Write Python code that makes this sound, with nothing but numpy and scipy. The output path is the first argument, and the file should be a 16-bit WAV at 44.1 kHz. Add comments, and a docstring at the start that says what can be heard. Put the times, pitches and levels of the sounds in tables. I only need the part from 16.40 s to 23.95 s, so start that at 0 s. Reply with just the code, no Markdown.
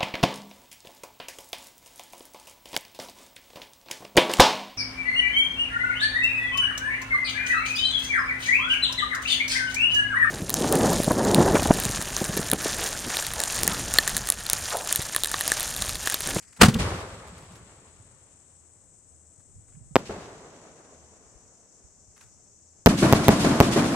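"""A fuse hisses, then gas surges from a steel mortar on a lawn: shaped noise makes a ragged roar and boom.
A man steps over grass, as damped tones and noise brushes; a small shell bursts, then a string of large ones.
Each burst is a pressure pulse that returns from the ground, a low wall and the woods, as delayed pulses
and scattered noise; under it the background sinks briefly. Insects, wind and hiss are filtered noise.
The loudest peaks are cut off at full scale."""
import sys
import numpy as np
from scipy import signal
from scipy.fft import rfft, irfft, next_fast_len
from scipy.io import wavfile
from scipy.ndimage import uniform_filter1d

SR = 44100
rng = np.random.default_rng(int(sys.argv[2]) if len(sys.argv) > 2 else 0)


def file_out(sig):
    """Save sig as 16-bit WAV at sys.argv[1]."""
    # one column per channel
    cols = np.atleast_2d(sig).T
    # limit, then scale
    lim = np.clip(cols, -1, 1)
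    pcm = np.round(lim * 32767).astype(np.int16)
    wavfile.write(sys.argv[1], SR, pcm)


N = 333030  # samples

# Every spectrum below lists: frequency_hz, density_db (relative, per Hz)

# Overhead shells: start_s, level_db, push_ms, rebound (share), rattle (share), ground_delay_ms,
# ground_rebound (share), left_lag_ms, wall_level_db, woods_level_db, stretch (factor), size (0 to 1)
BURSTS = [(3.5570, 0.5, 0.6, 0.68, .027, 7.46, 0.57, 0.032, -12.5, 2.5, 0.93, 0.21),
          (6.4604, -3, 0.49, 2.47, 0.63, 7.44, .3, 0.17, -26, 15.5, 1.14, 0.71),
          (6.4646, -3, 0.83, 0.45, 0.089, 7.2, .75, 0.028, -1.5, 16, 1.06, 0.84),
          (6.7261, -5.5, 0.63, 2.7, 0.32, 7.25, 0.86, 0.053, -14, 15.5, 1.075, 0.68),
          (6.883, -2, 0.7, 1.74, .36, 7.18, 0.78, 0.054, -3, 17, 1.09, 0.73),
          (7.2027, -0.5, 0.61, 1.84, 0.37, 6.96, 0.64, 0.059, -1.5, 17, 1.066, 0.74)]
# Wall echoes after the ground echo: delay_ms (before stretch), level_db (re wall level), top_hz
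WALL_ECHOES = [(4.2, 4.5, 2500), (6.3, -10.5, 1260), (8.3, -6.5, 800)]
# Nearest trunks: delay_ms (before stretch), level_db (before the woods level's share)
TREELINE_ECHOES = [(148, -24), (150.5, -23.5), (153, -24), (156, -27), (161, -39), (172, -31)]
# Scattered returns of a burst: delay_s (before stretch), rise_s, t60_s, level_db (re woods level),
# bass_db and treble_db (re that level, before the charge size is added)
BURST_RETURNS = [(0.016, .015, 0.2, -32, -4.5, -11), (.05, .01, 0.92, -49, 2, -12.5),
                 (.1, 0.0074, 0.8, -56, -7, 6), (.148, 0.0036, 0.58, -35.5, -6, -19),
                 (.19, .02, 1.5, -42.5, -8.5, -15), (.2, 0.1, 4.18, -46.5, -9, -14.5)]
# Spectrum of the woods' echo of a small shell
SMALL_ECHO_SPECTRUM = [(24, -42), (40, -11.5), (256, -7.5), (345, -7), (392, -5.5), (422, 1), (529, -4),
                       (3300, -22.5), (7540, -25.5), (12500, -49), (16000, -85)]
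# Spectrum of the woods' echo of a large shell
LARGE_ECHO_SPECTRUM = [(15, -49), (25, -33.5), (120, -10.5), (309, -1), (463, -16.5), (677, -8), (796, -16),
                       (1070, -14), (2050, -22.5), (9840, -31.5), (12900, -45), (14400, -56), (16000, -105)]
# Left-right likeness of scattered echoes: frequency_hz, correlation (-1 to 1)
ECHO_CORRELATION = [(60, 1), (180, 0.98), (550, 0.91), (1650, 0.18), (4970, -0.3), (15000, 0.34)]
# Spectrum of the noise that rides on a shock
FIZZ_SPECTRUM = [(1500, -6.5), (5000, 0.0), (9000, -7.5), (14000, -7.0), (16000, -30.0)]
NEEDLE_MS, GROUND_NEEDLE_MS = .055, 0.068  # turf blunts the front
REBOUND_MS, REBOUND_MS_PER_SIZE = 0.71, 3.1  # a bigger charge rebounds longer
LAG_GROWTH_MS = .12  # added left lag of each later ground or wall echo, at size 1
ROLL_MS, ROLL_DB = 26, 1.22  # uneven stands of trees make the echo roll

# Surges of gas from the muzzle: start_s, roar_db, treble_db (re roar), boom_db, hold_ms, fade_db_per_ms
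SURGES = [(0.2157, -3.5, 0.5, -8, 8, 4.5), (.232, -5.5, -2.5, -3.5, 3.3, .85),
          (.250, -19.5, 1.5, -17, 11.4, .8), (.285, -22, 1, -10, 2.2, .7), (0.353, -32, -20, -18.5, 10, 2)]
# Spectrum of the muzzle roar
ROAR_SPECTRUM = [(180, -31), (300, -9.5), (537, -11.5), (1100, -7), (2070, -11.5), (2400, -13.5),
                 (5430, -18), (6300, -19.5), (8360, -18.5), (16000, -39)]
# Spectrum of the muzzle boom
BOOM_SPECTRUM = [(12, -46), (20, -14), (49, -7.5), (139, -6), (177, -1), (238, -4), (296, -19), (500, -14),
                 (650, -43.5), (1100, -120)]
# Scattered returns of the lift, nearest first: delay_s, rise_s, t60_s, level_db,
# bass_db and treble_db (re that level)
LIFT_RETURNS = [(.17, .012, 0.66, -26.5, 6, -6), (.2, 0.039, 1.1, -27, -10, -11),
                (.3, .1, 3.7, -43.5, 2, -7.5)]
# Spectrum of the lift's echo
LIFT_ECHO_SPECTRUM = [(15, -53), (25, -22), (76, 0), (223, -12), (270, -12), (516, -7.5), (659, -12.5),
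                      (1160, -11), (1400, -14.5), (9570, -29.5), (12500, -47), (14400, -51), (16000, -100)]
SURGE_RISE_DB_PER_MS = 4
SWELL_DB_PER_MS, SWELL_ROAR_DB, SWELL_BOOM_DB = 1.25, -19, -18  # gas swells before the first surge
TRAIL_S, TRAIL_ROAR_DB, TRAIL_BOOM_DB = .185, -39, -28  # and trails on weakly after it

# The tube kicks the ground: start_s, level_db, pitch_hz, t60_s
THUMP = (0.22, -11, 75.5, 0.2)
# Debris lands on something hard: centre_s, level_db, centre_hz, width_hz, length_ms
SNAP = (.345, -25.5, 3300, 1500, 3.5)
# Spectrum of the burning fuse
FUSE_SPECTRUM = [(120, -48), (200, -18), (245, -2), (350, -21), (2150, -7.5), (3630, -27.5), (4680, -10.5),
                 (7920, -8), (11500, -24), (15000, -53.5), (22000, -120)]
FUSE_DB = -59.5

# Feet land on turf: start_s, level_db, pitch_hz, pan_db (left above right)
THUDS = [(0.923, -42.5, 154, 0), (0.96, -44, 91.5, -2), (1.11, -44, 170, 0.0), (1.136, -45, 99.2, 1),
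         (1.199, -48, 101, -2), (1.597, -44, 95.8, -2.5), (2.36, -58, 91.5, 0.5), (2.981, -52.5, 90, 10.5),
         (3.148, -52, 86.1, 6), (3.343, -48, 109.8, -12), (3.366, -46, 135, -17), (3.408, -50, 104.8, -20),
         (3.509, -44.5, 130, -19), (4.952, -52.5, 50.88, 16), (5.442, -52, 60.7, -16),
         (5.679, -49, 67.3, 3)]
# Grass and gravel scuff: start_s, level_db, length_s (fade by 26 dB), centre_hz, treble_db
SCUFFS = [(0.0226, -46.5, 0.041, 1900, -3.5), (0.124, -53, .045, 1880, -8), (0.164, -42, 0.03, 1500, -6),
          (0.824, -48, 0.1, 1200, -24), (0.87, -43.5, 0.047, 1170, -12), (0.976, -48, 0.081, 1340, -9),
          (1.021, -52.5, 0.064, 1130, -5), (1.118, -51.5, .06, 1016, -9), (1.151, -48.5, .06, 1820, -4),
          (2.996, -58, .035, 900, -14), (3.2796, -63, 0.049, 1236, -14), (3.318, -62.5, .05, 1590, -16),
          (3.349, -60, 0.025, 1500, -18), (5.761, -52, .075, 1500, -8), (5.806, -45, 0.031, 1540, -8),
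          (5.822, -57.5, 0.15, 1300, -10)]

# Spectrum of the insects before the small burst
CHORUS_HIGH_SPECTRUM = [(2060, -58.5), (3500, -34.5), (4250, -32.5), (5620, -15), (7800, 0.5), (8660, -6),
                        (10500, -32.5), (11200, -42), (11500, -36), (15000, -70), (22000, -120)]
# Spectrum of the insects after it
CHORUS_LOW_SPECTRUM = [(2350, -56), (4000, -28), (4700, -20), (5360, -11.5), (5730, -5.5), (6680, -2),
                       (7450, -2), (7840, -2), (9210, -15.5), (10600, -33.5), (11000, -46.5), (14300, -73),
                       (22000, -120)]
CHORUS_DB, CHORUS_AFTER_DB = -55.5, -56  # before each side's own offset

# Wind gusts through time: time_s, level_db
WIND_LEVEL = [(0.0, -59), (0.12, -65.5), (1.7, -66), (2.08, -73), (2.4, -63), (2.71, -68.5), (3.05, -66),
              (3.16, -52), (3.3, -54.5), (3.36, -52.5), (3.5, -52), (4.3, -71.5), (4.601, -61), (4.82, -66),
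              (4.98, -58), (5.17, -77.5), (5.5, -60), (6.36, -67)]
# Spectrum of wind rumble on the microphone
GUST_SPECTRUM = [(8.8, -43), (15, -8), (40, -1), (108, 6), (155, -8), (254, -16), (335, -25.5), (400, -30),
                 (520, -56), (880, -120)]
# Spectrum of the field's faint wash
AIR_SPECTRUM = [(88, -29), (150, -1), (658, -8.5), (932, -14.5), (1270, -17), (4200, -30), (5460, -61),
                (9240, -120)]
AIR_DB, RUMBLE_DB = -65.5, -68  # the rumble stays between gusts
# Low hum that comes and goes: start_s, length_s, pitch_hz, level_db
HUM = [(2.07, 0.3, 79.9, -58.5), (2.65, 0.3, 76.7, -58), (4.497, 0.28, 76.7, -57.5), (6.2, 0.18, 80.6, -59)]

# Spectrum of the microphone's own noise
HISS_SPECTRUM = [(9000, -29.5), (11500, 1), (15000, -4.5), (16000, -20.5)]
HISS_DB = -91.5
# A narrow dip near 11 kHz: frequency_hz, gain_db
TREBLE_DIP = [(9500, -2), (10600, -0.5), (11000, -19.5), (11500, -1), (12500, 1.5)]
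# Brightness of the right port: frequency_hz, right_above_left_db
RIGHT_ABOVE_LEFT = [(8000, -0.5), (11000, -3), (14000, 6.5)]
EDGE_HZ = 16200


def amp(db):
    """Decibels become an amplitude ratio."""
    return 10 ** (np.asarray(db) / 20)


def evened(x):
    """Division by the root mean square gives unit power."""
    return x / np.sqrt(np.mean(x ** 2) + 1e-20)


def read(points, hz):
    """A response is interpolated linearly over log frequency."""
    f, value = np.transpose(points)
    return np.interp(np.log(hz + 1), np.log(f + 1), value)


def add(mix, start_s, sound):
    """Superposition: a sound is summed into the mix at its start, cut at the end."""
    part = mix[:, round(start_s * SR):][:, :sound.shape[-1]]
    part += sound[..., :part.shape[-1]]


def lumps(n, ms, db):
    """Slow amplitude modulation: a random gain wanders by db within about ms."""
    wide = max(round(ms * SR / 1000), 1)
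    wander = uniform_filter1d(uniform_filter1d(rng.standard_normal(n), wide), wide)
    return evened(amp(db * evened(wander)))


def noise(n, colour_db, same, lumpy_ms=1, lumpy_db=0):
    """Partial coherence: spectra of two noises share a part set by same(hz), shaped by colour_db(hz)."""
    a, b = rfft(rng.standard_normal((2, n)) * lumps(n, lumpy_ms, lumpy_db))
    hz = np.fft.rfftfreq(n, 1 / SR)
    c = np.clip(same(hz), -1, 1)
    right = c * a + np.sqrt(1 - c ** 2) * b
    return hz, amp(colour_db(hz)) * np.array([a, right])


def steady(spectrum, same, lumpy_ms=1, lumpy_db=0, n=N):
    """Spectral shaping: stereo noise of one colour at rms 1."""
    _, z = noise(n, lambda hz: read(spectrum, hz), lambda hz: same + 0 * hz, lumpy_ms, lumpy_db)
    return evened(irfft(z, n))


def shock(ms, push_ms, rebound_ms, rebound, spike, edge_ms, back_ms, size):
    """Transient response of the capsule to a shock front: a needle, a short deep swing, then a rebound,
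    a brief hump for a small charge, a long slope through zero for a large one."""
    front = .5 + .5 * np.tanh((ms - 2.68 * edge_ms) / edge_ms)
    back = .5 + .5 * np.tanh((ms - push_ms - 1.8 * edge_ms) / back_ms)
    u = np.maximum(ms - push_ms, 0) / rebound_ms
    slope, hump = (1 - u) * np.exp(-.8 * u), np.exp(-u ** 5)
    fall = size * slope + (1 - size) * hump
    swing = front * (1 - back)
    needle = spike * np.exp(-(ms / edge_ms) ** 2)
    return needle - swing + back * rebound * fall, swing


def burst(start_s, level_db, push_ms, rebound, rattle, ground_ms, ground_rebound, lag_ms,
          wall_db, woods_db, stretch, size):
    """Reflection: a direct shock, its ground copy, duller wall and tree-line copies, then the woods."""
    out, echo = np.zeros((2, 2, N))
    left = np.array([[1], [0]])
    ms = np.arange(-200, 12000) * 1000 / SR - lag_ms * left
    size = np.clip(size, 0, 1)
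    rebound_ms = REBOUND_MS + REBOUND_MS_PER_SIZE * size
    growth_ms = LAG_GROWTH_MS * size

    # the needle's height does not depend on the level of the swing
    direct, swing = shock(ms, push_ms, rebound_ms, rebound, 0.99 / amp(level_db), NEEDLE_MS, 0.13, size)
    fizz = steady(FIZZ_SPECTRUM, 0.27, n=ms.shape[1])
    near = amp(level_db) * direct + rattle * swing * fizz
    # the lawn scatters the front
    near += amp(-41.5 + 15.0 * size) * fizz * (ms > 0) * np.exp(-np.maximum(ms, 0) / 15)

    ground, swing = shock(ms - ground_ms - growth_ms * left, 1.23 * push_ms, rebound_ms,
                          ground_rebound, 0.77, GROUND_NEEDLE_MS, 0.22, size)
    near += 1.22 * ground + 0.17 * rattle * swing * fizz

    for k, (delay_ms, echo_db, top_hz) in enumerate(WALL_ECHOES):
        late = ms - ground_ms - stretch * delay_ms - (k + 2) * growth_ms * left
        wall, _ = shock(late, 1.05 * push_ms, 0.89 * rebound_ms, .65, 0, 350 / top_hz, 0.39, size)
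        near += amp(wall_db + echo_db) * wall

    for delay_ms, echo_db in TREELINE_ECHOES:
        trunk, _ = shock(ms - stretch * delay_ms, 1.05 + .5 * size, 1.06 + size, 0.38, 0, 0.17, 0.17, size)
        near += amp(0.66 * woods_db + echo_db) * trunk

    # a blast in open air leaves no lasting push
    highpass = signal.butter(2, (70 - 20 * size) / (SR / 2), "high")
    add(out, start_s - 200 / SR, signal.lfilter(*highpass, near))

    returns = np.array(BURST_RETURNS)
    returns[:, 0] *= stretch
    returns[:, 4] += 11 * size - 2  # a large charge carries more bass
    returns[:, 5] += 3 * size

    def colour_db(hz):
        """Linear blend of the small and large echo spectra in decibels."""
        return (1 - size) * read(SMALL_ECHO_SPECTRUM, hz) + size * read(LARGE_ECHO_SPECTRUM, hz)

    add(echo, start_s, amp(woods_db) * woods(returns, colour_db, 0.85))
    return out, echo


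def woods(returns, colour_db, lumpy_db):
    """Diffuse scattering: countless trunks and banks send a bang back in returns that swell and decay,
    each with its own share of bass and treble."""
    t = np.arange(round(2.6 * SR)) / SR
    power = np.zeros((3, len(t)))  # middle, bass, treble
    for delay_s, rise_s, t60_s, level_db, bass_db, treble_db in returns:
        late = np.maximum(t - delay_s, 0)
        decay_db = level_db - 60 * late / t60_s
        band_db = np.array([[0], [bass_db], [treble_db]])
        power += (amp(decay_db + band_db) * (1 - np.exp(-late / rise_s))) ** 2
    n = next_fast_len(len(t))
    hz, z = noise(n, colour_db, lambda hz: read(ECHO_CORRELATION, hz), 2.56, lumpy_db)
    low = 1 / (1 + (hz / 250) ** 6)
    high = 1 / (1 + (2000 / (hz + 1)) ** 6)
    below_5khz = 1 / (1 + (hz / 5000) ** 6)
    # the treble level is that of 2-5 kHz
    treble_rms = np.sqrt(np.mean(irfft(z * high * below_5khz, n) ** 2))
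    middle = evened(irfft(z * (1 - low - high), n))
    bass = evened(irfft(z * low, n))
    treble = irfft(z * high, n) / treble_rms
    return sum(band[:, :len(t)] * np.sqrt(p) * lumps(len(t), ROLL_MS, ROLL_DB)
               for band, p in zip((middle, bass, treble), power))


def lift():
    """Turbulent jet noise: gas tears out in surges, a crackling roar over a deep boom, then the echo."""
    first_s = SURGES[0][0]
    ms = np.arange(round(.45 * SR)) * 1000 / SR
    since = ms - 1000 * first_s
    # rows: roar body, roar treble, boom
    swell_db = np.array([[SWELL_ROAR_DB], [SWELL_ROAR_DB - 7], [SWELL_BOOM_DB]])
    swell = amp(SWELL_DB_PER_MS * since + swell_db) * (since < 0)
    trail_db = np.array([[TRAIL_ROAR_DB], [TRAIL_ROAR_DB - 0.5], [TRAIL_BOOM_DB]])
    trail = amp(trail_db - 1.1 * np.maximum(since - 1000 * TRAIL_S, 0)) * (since >= 0)
    power = swell ** 2 + trail ** 2
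    for start_s, roar_db, treble_db, boom_db, hold_ms, fade_db_per_ms in SURGES:
        after = ms - 1000 * start_s
        rise_db = SURGE_RISE_DB_PER_MS * np.minimum(after, 0)
        fade_db = fade_db_per_ms * np.maximum(after - hold_ms, 0)
        power += amp(rise_db - fade_db + np.array([[roar_db], [roar_db + treble_db], [boom_db]])) ** 2
    roar = steady(ROAR_SPECTRUM, 0.68, 1.0, 0.63, len(ms))
    body = signal.filtfilt(*signal.butter(2, 2500 / (SR / 2)), roar)
    boom = steady(BOOM_SPECTRUM, 0.98, 1, 0, len(ms))
    out = np.zeros((2, N))
    add(out, 0, sum(part * np.sqrt(p) for part, p in zip((body, roar - body, boom), power)))
    add(out, first_s, woods(LIFT_RETURNS, lambda hz: read(LIFT_ECHO_SPECTRUM, hz), 0.73))
    return out


def knocks():
    """Impact: a decaying low tone for the tube's kick and one bright noise pulse for the snap."""
    out, t = np.zeros((2, N)), np.arange(SR // 2) / SR
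    start_s, level_db, pitch_hz, t60_s = THUMP
    add(out, start_s, amp(level_db - 60 * t / t60_s) * np.sin(2 * np.pi * pitch_hz * t))
    centre_s, level_db, hz, width_hz, length_ms = SNAP
    colour = [(hz - width_hz, -22), (hz - width_hz / 3, -2), (hz, 0), (hz + width_hz, -10),
              (10000, -14), (15000, -30)]
    pulse = np.exp(-((t - .01) * 1000 / length_ms) ** 2)
    add(out, centre_s - .01, amp(level_db) * pulse * steady(colour, .7, n=len(t)))
    return out


def fuse():
    """Combustion noise: the fuse hisses until the charge goes."""
    out, n = np.zeros((2, N)), round(.21 * SR)
    add(out, 0, amp(FUSE_DB) * steady(FUSE_SPECTRUM, .5, 12, 2, n))
    return out


def steps():
    """Damped oscillation and friction: each footfall pushes the turf and sags in pitch; scuffs crackle."""
    out, t = np.zeros((2, N)), np.arange(8000) / SR
    for start_s, level_db, pitch_hz, pan_db in THUDS:
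        turn = 2 * np.pi * pitch_hz * (t + .004 * (1 - np.exp(-t / 0.012)))
        push = (t / 0.0064) * np.exp(1 - t / 0.0075)
        add(out, start_s, amp(level_db + np.array([[.5], [-.5]]) * pan_db) * np.sin(turn) * push)
    for start_s, level_db, length_s, hz, treble_db in SCUFFS:
        colour = [(hz / 5, -25), (hz / 2, -6), (hz, 0), (2 * hz, -8), (2.3 * hz, treble_db - 2),
                  (9000, treble_db), (11500, treble_db - 8.5), (15000, treble_db - 25)]
        grit = steady(colour, .5, 1.0, 3.5, len(t))
        fade = amp(-26 * (t / max(length_s, .005)) ** 1.1)
        add(out, start_s, amp(level_db) * grit * np.minimum(t / 0.00403, 1) * fade)
    return out


def chorus():
    """Band-limited noise: insect song, stronger on the left, sits lower after the small burst."""
    after = np.clip((np.arange(N) / SR - BURSTS[0][0]) / 0.056, 0, 1)
    high = steady(CHORUS_HIGH_SPECTRUM, 0.26, 8, 0.92) * amp(CHORUS_DB + np.array([[2.5], [-5.5]]))
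    low = steady(CHORUS_LOW_SPECTRUM, 0.16, 8, 0.81) * amp(CHORUS_AFTER_DB + np.array([[2], [-3]]))
    return np.sqrt(1 - after) * high + np.sqrt(after) * low


def wind():
    """Turbulent pressure: lumpy rumble on the microphone over the faint wash of the field."""
    level_db = np.interp(np.arange(N) / SR, *np.transpose(WIND_LEVEL))
    gusts = amp(level_db) * steady(GUST_SPECTRUM, 0.34, 40, 4.1)
    rumble = amp(RUMBLE_DB) * steady(GUST_SPECTRUM, .3, 60, 1.5)
    wash = amp(AIR_DB) * steady(AIR_SPECTRUM, 0.61, 30, 0.92)
    return gusts + rumble + wash


def hum():
    """Harmonic tones: soft low sines with a weak octave."""
    out = np.zeros((2, N))
    for start_s, length_s, pitch_hz, level_db in HUM:
        turn = 2 * np.pi * pitch_hz * np.arange(round(length_s * SR)) / SR
        tone = np.sin(turn) + 0.15 * np.sin(2 * turn)
        add(out, start_s, amp(level_db) * tone * signal.windows.tukey(len(turn), .5))
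    return out


def shock_dip():
    """Gain modulation: the background sinks for some milliseconds under every overhead shock."""
    t = np.arange(N) / SR
    after = [np.where(t > row[0], np.exp(-(np.maximum(t - row[0], 0) / 0.0083) ** 2), 0) for row in BURSTS]
    return amp(-17 * np.max(after, 0))


def scene():
    """Superposition of shocks, the dipping background and the microphone's hiss."""
    shocks, echoes = np.sum([burst(*row) for row in BURSTS], 0)
    background = echoes + lift() + knocks() + fuse() + steps() + chorus() + wind() + hum()
    return shocks + shock_dip() * background + amp(HISS_DB) * steady(HISS_SPECTRUM, .1)


def record(dry):
    """Linear filtering and saturation: a narrow treble dip and a brighter right side, overload at full scale,
    band limit."""
    hz = np.fft.rfftfreq(4096, 1 / SR)
    side_db = np.array([[-.5], [.5]]) * read(RIGHT_ABOVE_LEFT, hz)
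    log_gain = np.log(amp(read(TREBLE_DIP, hz) + side_db))
    circle = np.concatenate([log_gain, log_gain[:, -2:0:-1]], 1)
    # minimum phase, so causal: nothing rings before a front
    colour = np.fft.ifft(np.exp(np.conj(signal.hilbert(circle)))).real
    full = np.clip(signal.oaconvolve(dry, colour, axes=1)[:, :N], -1, 1)
    edge = signal.firwin(511, EDGE_HZ, window=("kaiser", 9), fs=SR)
    return np.clip(signal.oaconvolve(full, edge[None], "same"), -1, 1)


dry = scene()
out = record(dry)
file_out(out)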